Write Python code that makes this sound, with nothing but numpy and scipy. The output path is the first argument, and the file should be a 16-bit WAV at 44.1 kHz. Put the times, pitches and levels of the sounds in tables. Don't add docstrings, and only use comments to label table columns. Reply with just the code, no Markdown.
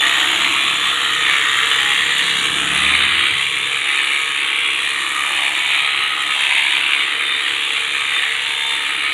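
import sys
import numpy as np
from scipy import signal
from scipy.fft import rfft, irfft
from scipy.io import wavfile
from scipy.ndimage import uniform_filter1d

SR = 44100
rng = np.random.default_rng(int(sys.argv[2]) if len(sys.argv) > 2 else 0)


def unload_wav(signal):
    wavfile.write(
        sys.argv[1],
        SR,
        np.round(np.clip(np.atleast_2d(signal).T, -1, 1) * 32767).astype(np.int16),
    )


N = 402633
T = np.arange(N) / SR


def amp(db):
    return 10 ** (np.asarray(db) / 20)


def unit(x):
    return x / np.sqrt(np.mean(x ** 2) + 1e-20)


def steady(x, size=6615):
    return x / np.sqrt(uniform_filter1d(x ** 2, size) + 1e-12)


def curves(rows):
    times, *columns = np.transpose(rows)
    return [np.interp(T, times, column) for column in columns]


def swells(rows):
    return sum(height * np.cos(np.pi * np.clip((T - middle) / length, -.5, .5)) ** 2
               for middle, length, height in rows)


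def wander(rate):
    knots = rng.standard_normal(int(N / SR * rate * 2) + 2)
    smooth = signal.resample(knots, len(knots) * 20)
    return unit(np.interp(T, np.linspace(0, T[-1], len(smooth)), smooth))


def look_up(points, hz):
    f, value = np.transpose(points)
    return np.interp(np.log(hz + 1), np.log(f + 1), value)


def colour(x, spectrum, size=2048):
    hz = abs(np.fft.fftfreq(size, 1 / SR))
    log_gain = np.log(amp(look_up(spectrum, hz)))
    response = np.fft.ifft(np.exp(np.conj(signal.hilbert(log_gain)))).real
    return unit(signal.oaconvolve(x, response)[:N])


def band(x, hz, width_hz):
    return signal.lfilter(*signal.iirpeak(hz, hz / width_hz, SR), x)


def boost(x, hz, width_hz, db):
    return x + (amp(db) - 1) * band(x, hz, width_hz)


def drifting(x, responses, rate):
    weights = np.array([wander(rate) for _ in responses])
    weights /= np.linalg.norm(weights, axis=0)
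    return sum(signal.oaconvolve(x * w, response)[:N] for w, response in zip(weights, responses))


def ring(fade_s, size=1024):
    spectrum = rfft(rng.standard_normal(size) * amp(-60 * np.arange(size) / SR / fade_s))
    return np.roll(irfft(spectrum / abs(spectrum)), size // 16)[:size // 2]


def floor_echo(x, delay_s=0.001598, sway_s=0.00021, share=0.22):
    return x + share * np.interp(T - delay_s - sway_s * wander(1.2), T, x)


# f/Hz, t/s
ECHO_FADE = [(100, 0.31), (500, 0.23), (2000, 0.5), (6000, 1), (15000, 0.018)]

def room(x, wet_db, size=16384, count=4):
    echoes = rng.standard_normal((count, size)) * (rng.random((count, size)) < .1)
    echoes *= np.arange(size) > 200
    hz, t, spectra = signal.stft(echoes, SR, nperseg=256)
    fade = amp(-60 * t / look_up(ECHO_FADE, hz)[:, None])
    tails = signal.istft(spectra * fade, SR, nperseg=256)[1]
    return unit(x + amp(wet_db) * drifting(x, tails / np.linalg.norm(tails[0]), rate=1.5))


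# middle t/s, length/s, extra clack level/dB
COAT_PUSHES = [(0, 0.73, 2.5), (.46, 0.97, 3), (1.31, 0.25, 3.5), (1.84, 1.3, 1.1), (2.87, .51, 3.5),
               (3.16, 0.82, 4.5), (3.99, 0.63, 3), (4.59, 0.66, 2.5), (5.4, .49, 2.5), (5.73, 1.23, 3.5),
               (6.49, 0.6, 5), (6.82, 0.83, 4.5), (7.55, 1.2, 0.6), (8.2, 0.33, 1), (9.15, 0.31, 2.3)]
# middle t/s, length/s, tilt (about 1 = fully)
WRIST_TILTS = [(.45, 1.7, 0.79), (2.59, 0.59, 0.23), (5.38, 1.55, 1.16), (6.5, 1.45, 0.89),
               (8.64, 0.65, 0.53)]
# t/s, openness (1 = held clear, 0 = sunk in the coat behind the haunch)
OPENNESS = [(0, 1), (.6, 0.64), (.95, 0.71), (1.6, 1), (2.2, 0.96), (2.75, 0.46), (3.2, 0.28), (4.4, 0.15),
            (4.9, 0.21), (7.2, 0.13), (8.25, 0.28), (9.13, 0)]
HAND_EFFECT = {"clack": (-20.5, 3.5, -1.5, 1), "lower ring": (0, -3, 1, -1),
               "main ring": (0.6, -6.5, -0.5, 0.45), "tooth ring": (-5, 12, 3.5, -0.5),
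               "hollow": (-42, 5, 5, 0.88), "top": (-53, 10.5, 4, .2), "shaft hum": (-43.5, 6, -5.5, -0.44),
               "fan octave": (-56.5, 16, 9, -1)}

def handling():
    openness, = curves(OPENNESS)
    tilt, push_db = swells(WRIST_TILTS), swells(COAT_PUSHES)
    return {part: rest_db + open_db * openness + tilted_db * tilt + load * push_db
            for part, (rest_db, open_db, tilted_db, load) in HAND_EFFECT.items()}


# place in the stroke (0-1), clack/dB, knock/dB, scrape/dB
STROKE_BLOWS = [(.29, -1.5, -2.5, 0.5), (.39, -4, -4.5, -10), (.6, -4.5, -14.5, 5.5), (.72, -1, -7.5, -13)]

def blows(strokes, column, jitter_s, uneven_db, fade_s, loose_db, loose_s, loose_taps=1):
    out = np.zeros(N)
    for blow in STROKE_BLOWS:
        place, db = blow[0], blow[column]
        when = np.interp(np.arange(int(strokes[-1])) + place, strokes, T)
        clicks = np.zeros(N)
        for spread_s, tap_db in [(jitter_s, 0)] + [(loose_s, loose_db)] * loose_taps:
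            late, strength = rng.standard_normal((len(when), 2)).T
            at = np.clip((when + spread_s * late) * SR, 0, N - 1).astype(int)
            clicks += np.bincount(at, amp(db + tap_db + uneven_db * np.minimum(strength, 2)), N)
        out += drifting(clicks, [ring(fade_s) for _ in range(3)], rate=1)
    return unit(out)


# f/Hz, level/dB
BLADE_COLOUR = [(300, -68), (900, -21.5), (1450, -15.5), (1800, -1.5), (2080, -1.5), (2280, 1.5),
                (2600, -1.5), (2950, -1.5), (3400, -4.5), (3900, -8), (4300, -21), (4800, -32), (5300, -66),
                (7000, -58)]
# middle t/s, length/s, extra level/dB
BLADE_RINGS = [(0, 1.2, 10), (1.57, 1.85, 11.5), (8.26, .35, 6.5)]

def blade_clack(strokes, part_db):
    steel = blows(strokes, column=1, jitter_s=.00021, uneven_db=1.9, fade_s=.01,
                  loose_db=-5, loose_s=.0006, loose_taps=2)
    clack = colour(room(floor_echo(steel), wet_db=-4), BLADE_COLOUR)
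    clack = boost(clack, hz=1880, width_hz=164, db=part_db["lower ring"] + swells(BLADE_RINGS))
    clack = boost(clack, hz=2375, width_hz=1250, db=part_db["main ring"] + 0.3 * wander(2.7))
    return amp(part_db["clack"]) * steady(clack)


# f/Hz, level/dB
KNOCK_COLOUR = [(250, -62.5), (600, -25.5), (950, -16), (1130, 0), (1250, 2.5), (1380, -4.5), (1600, -7),
                (2400, -48.5), (5000, -76)]
HOLLOW_COLOUR = [(200, -50.5), (400, -24), (560, -14), (690, -5), (820, 0.5), (1000, 5.5), (1150, -5.5),
                 (1600, -40.5), (4000, -64.5)]
# t/s, level/dB before the trim
KNOCK_LOUDNESS = [(0, -26.5), (1.0, -27.5), (1.6, -25), (2.15, -32.5), (2.85, -26.5), (3.25, -29.5),
                  (3.5, -37.5), (3.75, -33), (4.4, -33), (4.85, -34), (5.2, -27.5), (5.5, -34),
                  (6.25, -28.5), (6.62, -39), (6.85, -29.5), (7.6, -34.5), (8.1, -32), (8.5, -37.5),
                  (9.0, -31)]

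def housing_knock(strokes, part_db, trim_db=0.7):
    knock_db, = curves(KNOCK_LOUDNESS)
    plastic = blows(strokes, column=2, jitter_s=.00011, uneven_db=3.5, fade_s=.011,
                    loose_db=0, loose_s=.0007)
    plastic = room(plastic, wet_db=-2)
    knock = steady(colour(plastic, KNOCK_COLOUR))
    hollow = steady(colour(plastic + 0.37 * rng.standard_normal(N), HOLLOW_COLOUR))
    return amp(knock_db + trim_db) * knock + amp(part_db["hollow"]) * hollow


# f/Hz, level/dB
SCRAPE_COLOUR = [(800, -81), (3500, -23), (5200, -23), (6000, -9), (6800, -1.5), (7800, -1), (9000, 3.5),
                 (10500, 2), (11300, -9.5), (12300, -57), (14000, -50)]
HISS_COLOUR = [(3500, -37), (5100, -5.5), (8000, -2), (11500, 2), (12800, -3), (13600, -9), (15500, -6.5)]
# t/s, level/dB before the trim
SCRAPE_LOUDNESS = [(0, -31.5), (.95, -34), (1.6, -32), (2.15, -32.5), (2.85, -29.7), (3.1, -34), (3.7, -35),
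                   (4.0, -33.5), (4.5, -36), (5.42, -33), (6.1, -38.5), (6.48, -33.5), (7.1, -38),
                   (7.6, -37), (7.88, -35.5), (8.35, -37.5), (8.75, -35.5), (9.13, -38)]

def tooth_scrape(strokes, part_db, trim_db=-0.3):
    scrape_db, = curves(SCRAPE_LOUDNESS)
    teeth = blows(strokes, column=3, jitter_s=.0004, uneven_db=2.6, fade_s=.013,
                  loose_db=-1.5, loose_s=.0007, loose_taps=3)
    teeth = room(floor_echo(teeth), wet_db=-5)
    scrape = boost(colour(teeth, SCRAPE_COLOUR), hz=6300, width_hz=3700, db=part_db["tooth ring"])
    hiss = colour(teeth + .6 * rng.standard_normal(N), HISS_COLOUR)
    return amp(scrape_db + trim_db) * steady(scrape) + amp(part_db["top"]) * hiss


# middle t/s, length/s, multiple of the stroke rate, peak level/dB
SUNG_TONES = [(0.35, 1.9, 10, -44.5), (0.22, .4, 16, -37), (0.85, 0.56, 18, -33), (.88, 1.5, 20, -34),
              (1.7, 0.6, 20, -36), (1.87, 0.35, 12, -37.5), (2.6, 0.27, 20, -33), (3.77, 1.2, 18, -40),
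              (4.07, 5.8, 16, -40), (4.5, 1.1, 32, -36), (5.2, 0.33, 18, -31), (6.12, 1.2, 18, -35),
              (5.8, 2.4, 32, -34.5), (8.65, 1.1, 13, -42), (9.06, .3, 32, -29)]

def housing_song(strokes, waver_db=2.1, phase_sway=0.63):
    tones = np.zeros(N)
    for middle, length, multiple, db in SUNG_TONES:
        angle = 2 * np.pi * round(multiple) * strokes + phase_sway * wander(8)
        tones += swells([(middle, length, amp(db))]) * np.sin(angle)
    return np.sqrt(2) * amp(waver_db * wander(6)) * tones


def ringing_air(resonances):
    air = rng.standard_normal(N)
    return unit(sum(amp(db) * band(air, hz, width) for hz, width, db in resonances))


# f/Hz, width/Hz, relative level/dB
CASE_NOTES = [(299, 11, 11.5), (317, 6.5, 13.5), (346, 8.4, 12), (363, 5.7, -38)]
BEARING_NOTES = [(454, 9.5, -0.77), (486, 12, -0.23)]
# t/s, level/dB
CASE_LOUDNESS = [(0, -38.5), (.45, -36.5), (.9, -44.5), (2.1, -45.5), (2.6, -38.5), (3.1, -40),
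                 (3.45, -46.5), (4.3, -47.5), (5.35, -43), (5.75, -49), (7.3, -45), (8.3, -50.5),
                 (9.13, -45)]

def motor_hum(turns, strokes, hum_db, bearing_db=-5.5, shaft_db=-7, overtone_db=-11):
    case_db, = curves(CASE_LOUDNESS)
    fifth, seventh = (amp(overtone_db) * unit(np.sin(2 * np.pi * k * strokes)) for k in (5, 7))
    shaft = amp(shaft_db + 0.64 * wander(1.3)) * unit(np.sin(2 * np.pi * turns))
    low = ringing_air(CASE_NOTES) + fifth
    high = amp(bearing_db) * ringing_air(BEARING_NOTES) + seventh + shaft
    return amp(case_db) * low + amp(hum_db) * high


# middle t/s, length/s, peak level/dB
WHINE_FLARES = [(0, 0.13, -19), (0.765, 0.72, -26.5), (1.25, 0.16, -24), (1.73, .25, -33), (2.95, .6, -27),
                (3.65, 0.11, -30), (5.72, 0.25, -30), (6.327, 0.15, -34), (6.682, .34, -32),
                (7.027, 0.17, -31), (7.312, 0.25, -25.5), (7.93, 0.34, -37), (8.167, 0.091, -23.5),
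                (8.693, 0.48, -26)]

def fan_whine(turns, octave_db, blades=8, base_db=-37.5, fray=0.62):
    flares = swells([(middle, length, amp(db)) for middle, length, db in WHINE_FLARES])
    angle = 2 * np.pi * blades * turns + .1 * wander(30)
    tone = (amp(base_db) + flares) * amp(.5 + wander(7.8)) * np.sin(angle)
    octave = amp(octave_db + 3.6 * wander(25)) * np.sin(2 * angle + fray * wander(70))
    return np.sqrt(2) * (tone + octave)


# f/Hz, level/dB
RUMBLE_COLOUR = [(20, -25), (45, -16), (70, -2), (105, 3), (170, 1.5), (230, -13.5), (400, -4), (900, -43)]
# t/s, level/dB before the trim
RUMBLE_LOUDNESS = [(0, -46.5), (1.5, -46), (2.7, -44), (3.4, -41.5), (3.9, -52), (6.2, -51), (7.1, -54.5),
                   (9.13, -52)]

def room_rumble(trim_db=-1):
    level_db, = curves(RUMBLE_LOUDNESS)
    return amp(level_db + trim_db) * colour(rng.standard_normal(N), RUMBLE_COLOUR)


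# t/s, base f/Hz, level/dB, relative level/dB of a boom at twice the base
DRONE_COURSE = [(.3, 39.4, -48.5, -25), (.7, 39.9, -48.5, -25), (1.3, 35.03, -56.5, -25),
                (2.1, 33.27, -49.5, -22), (2.35, 34.4, -44, -21), (2.65, 35.4, -42, -7),
                (2.88, 37.76, -42, 5), (3.12, 42.5, -48, 6), (3.45, 43.5, -70, -1)]
# multiple of the base frequency, relative level/dB
DRONE_OVERTONES = [(3, -19), (4, -7), (5, 0), (6, -9.5), (7, -8), (8, -9), (9, -6.5)]

def far_drone(rough_db=3):
    hz, db, boom_db = curves(DRONE_COURSE)
    angle = 2 * np.pi * np.cumsum(hz * (1 + 0.0094 * wander(6.3))) / SR
    overtones = sum(amp(tone_db + rough_db * wander(6.7)) * np.sin(round(k) * angle)
                    for k, tone_db in DRONE_OVERTONES)
    boom = amp(boom_db) * np.sin(2 * angle)
    start, end = DRONE_COURSE[0][0], DRONE_COURSE[-1][0]
    fade = uniform_filter1d(1. * (T > start) * (T < end), size=4410)
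    return np.sqrt(2) * fade * amp(db) * (overtones + boom)


# t/s, shaft f/Hz
MOTOR_SPEED = [(0, 436.2), (1.2, 440.2), (2.6, 441.9), (3.6, 444.8), (5.2, 447.9), (6.6, 447.4),
               (7.3, 448.8), (8.2, 448.5), (9.13, 446.5)]
TURNS_PER_STROKE = 6.405

def scene():
    shaft_hz, = curves(MOTOR_SPEED)
    turns = np.cumsum(shaft_hz * (1 + .0004 * wander(4))) / SR
    strokes = turns / TURNS_PER_STROKE
    part_db = handling()
    cutter = blade_clack(strokes, part_db) + housing_knock(strokes, part_db)
    cutter += tooth_scrape(strokes, part_db)
    cutter *= amp(0.49 * wander(7))
    clipper = cutter + housing_song(strokes) + motor_hum(turns, strokes, part_db["shaft hum"])
    clipper += fan_whine(turns, part_db["fan octave"])
    return (clipper + room_rumble() + far_drone())[None]


def record(dry, cutoff_hz=15600):
    low_pass = signal.firwin(511, cutoff_hz, window=("kaiser", 9), fs=SR)
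    return signal.oaconvolve(dry, low_pass[None], "same")


dry = scene()
out = record(dry)
unload_wav(out)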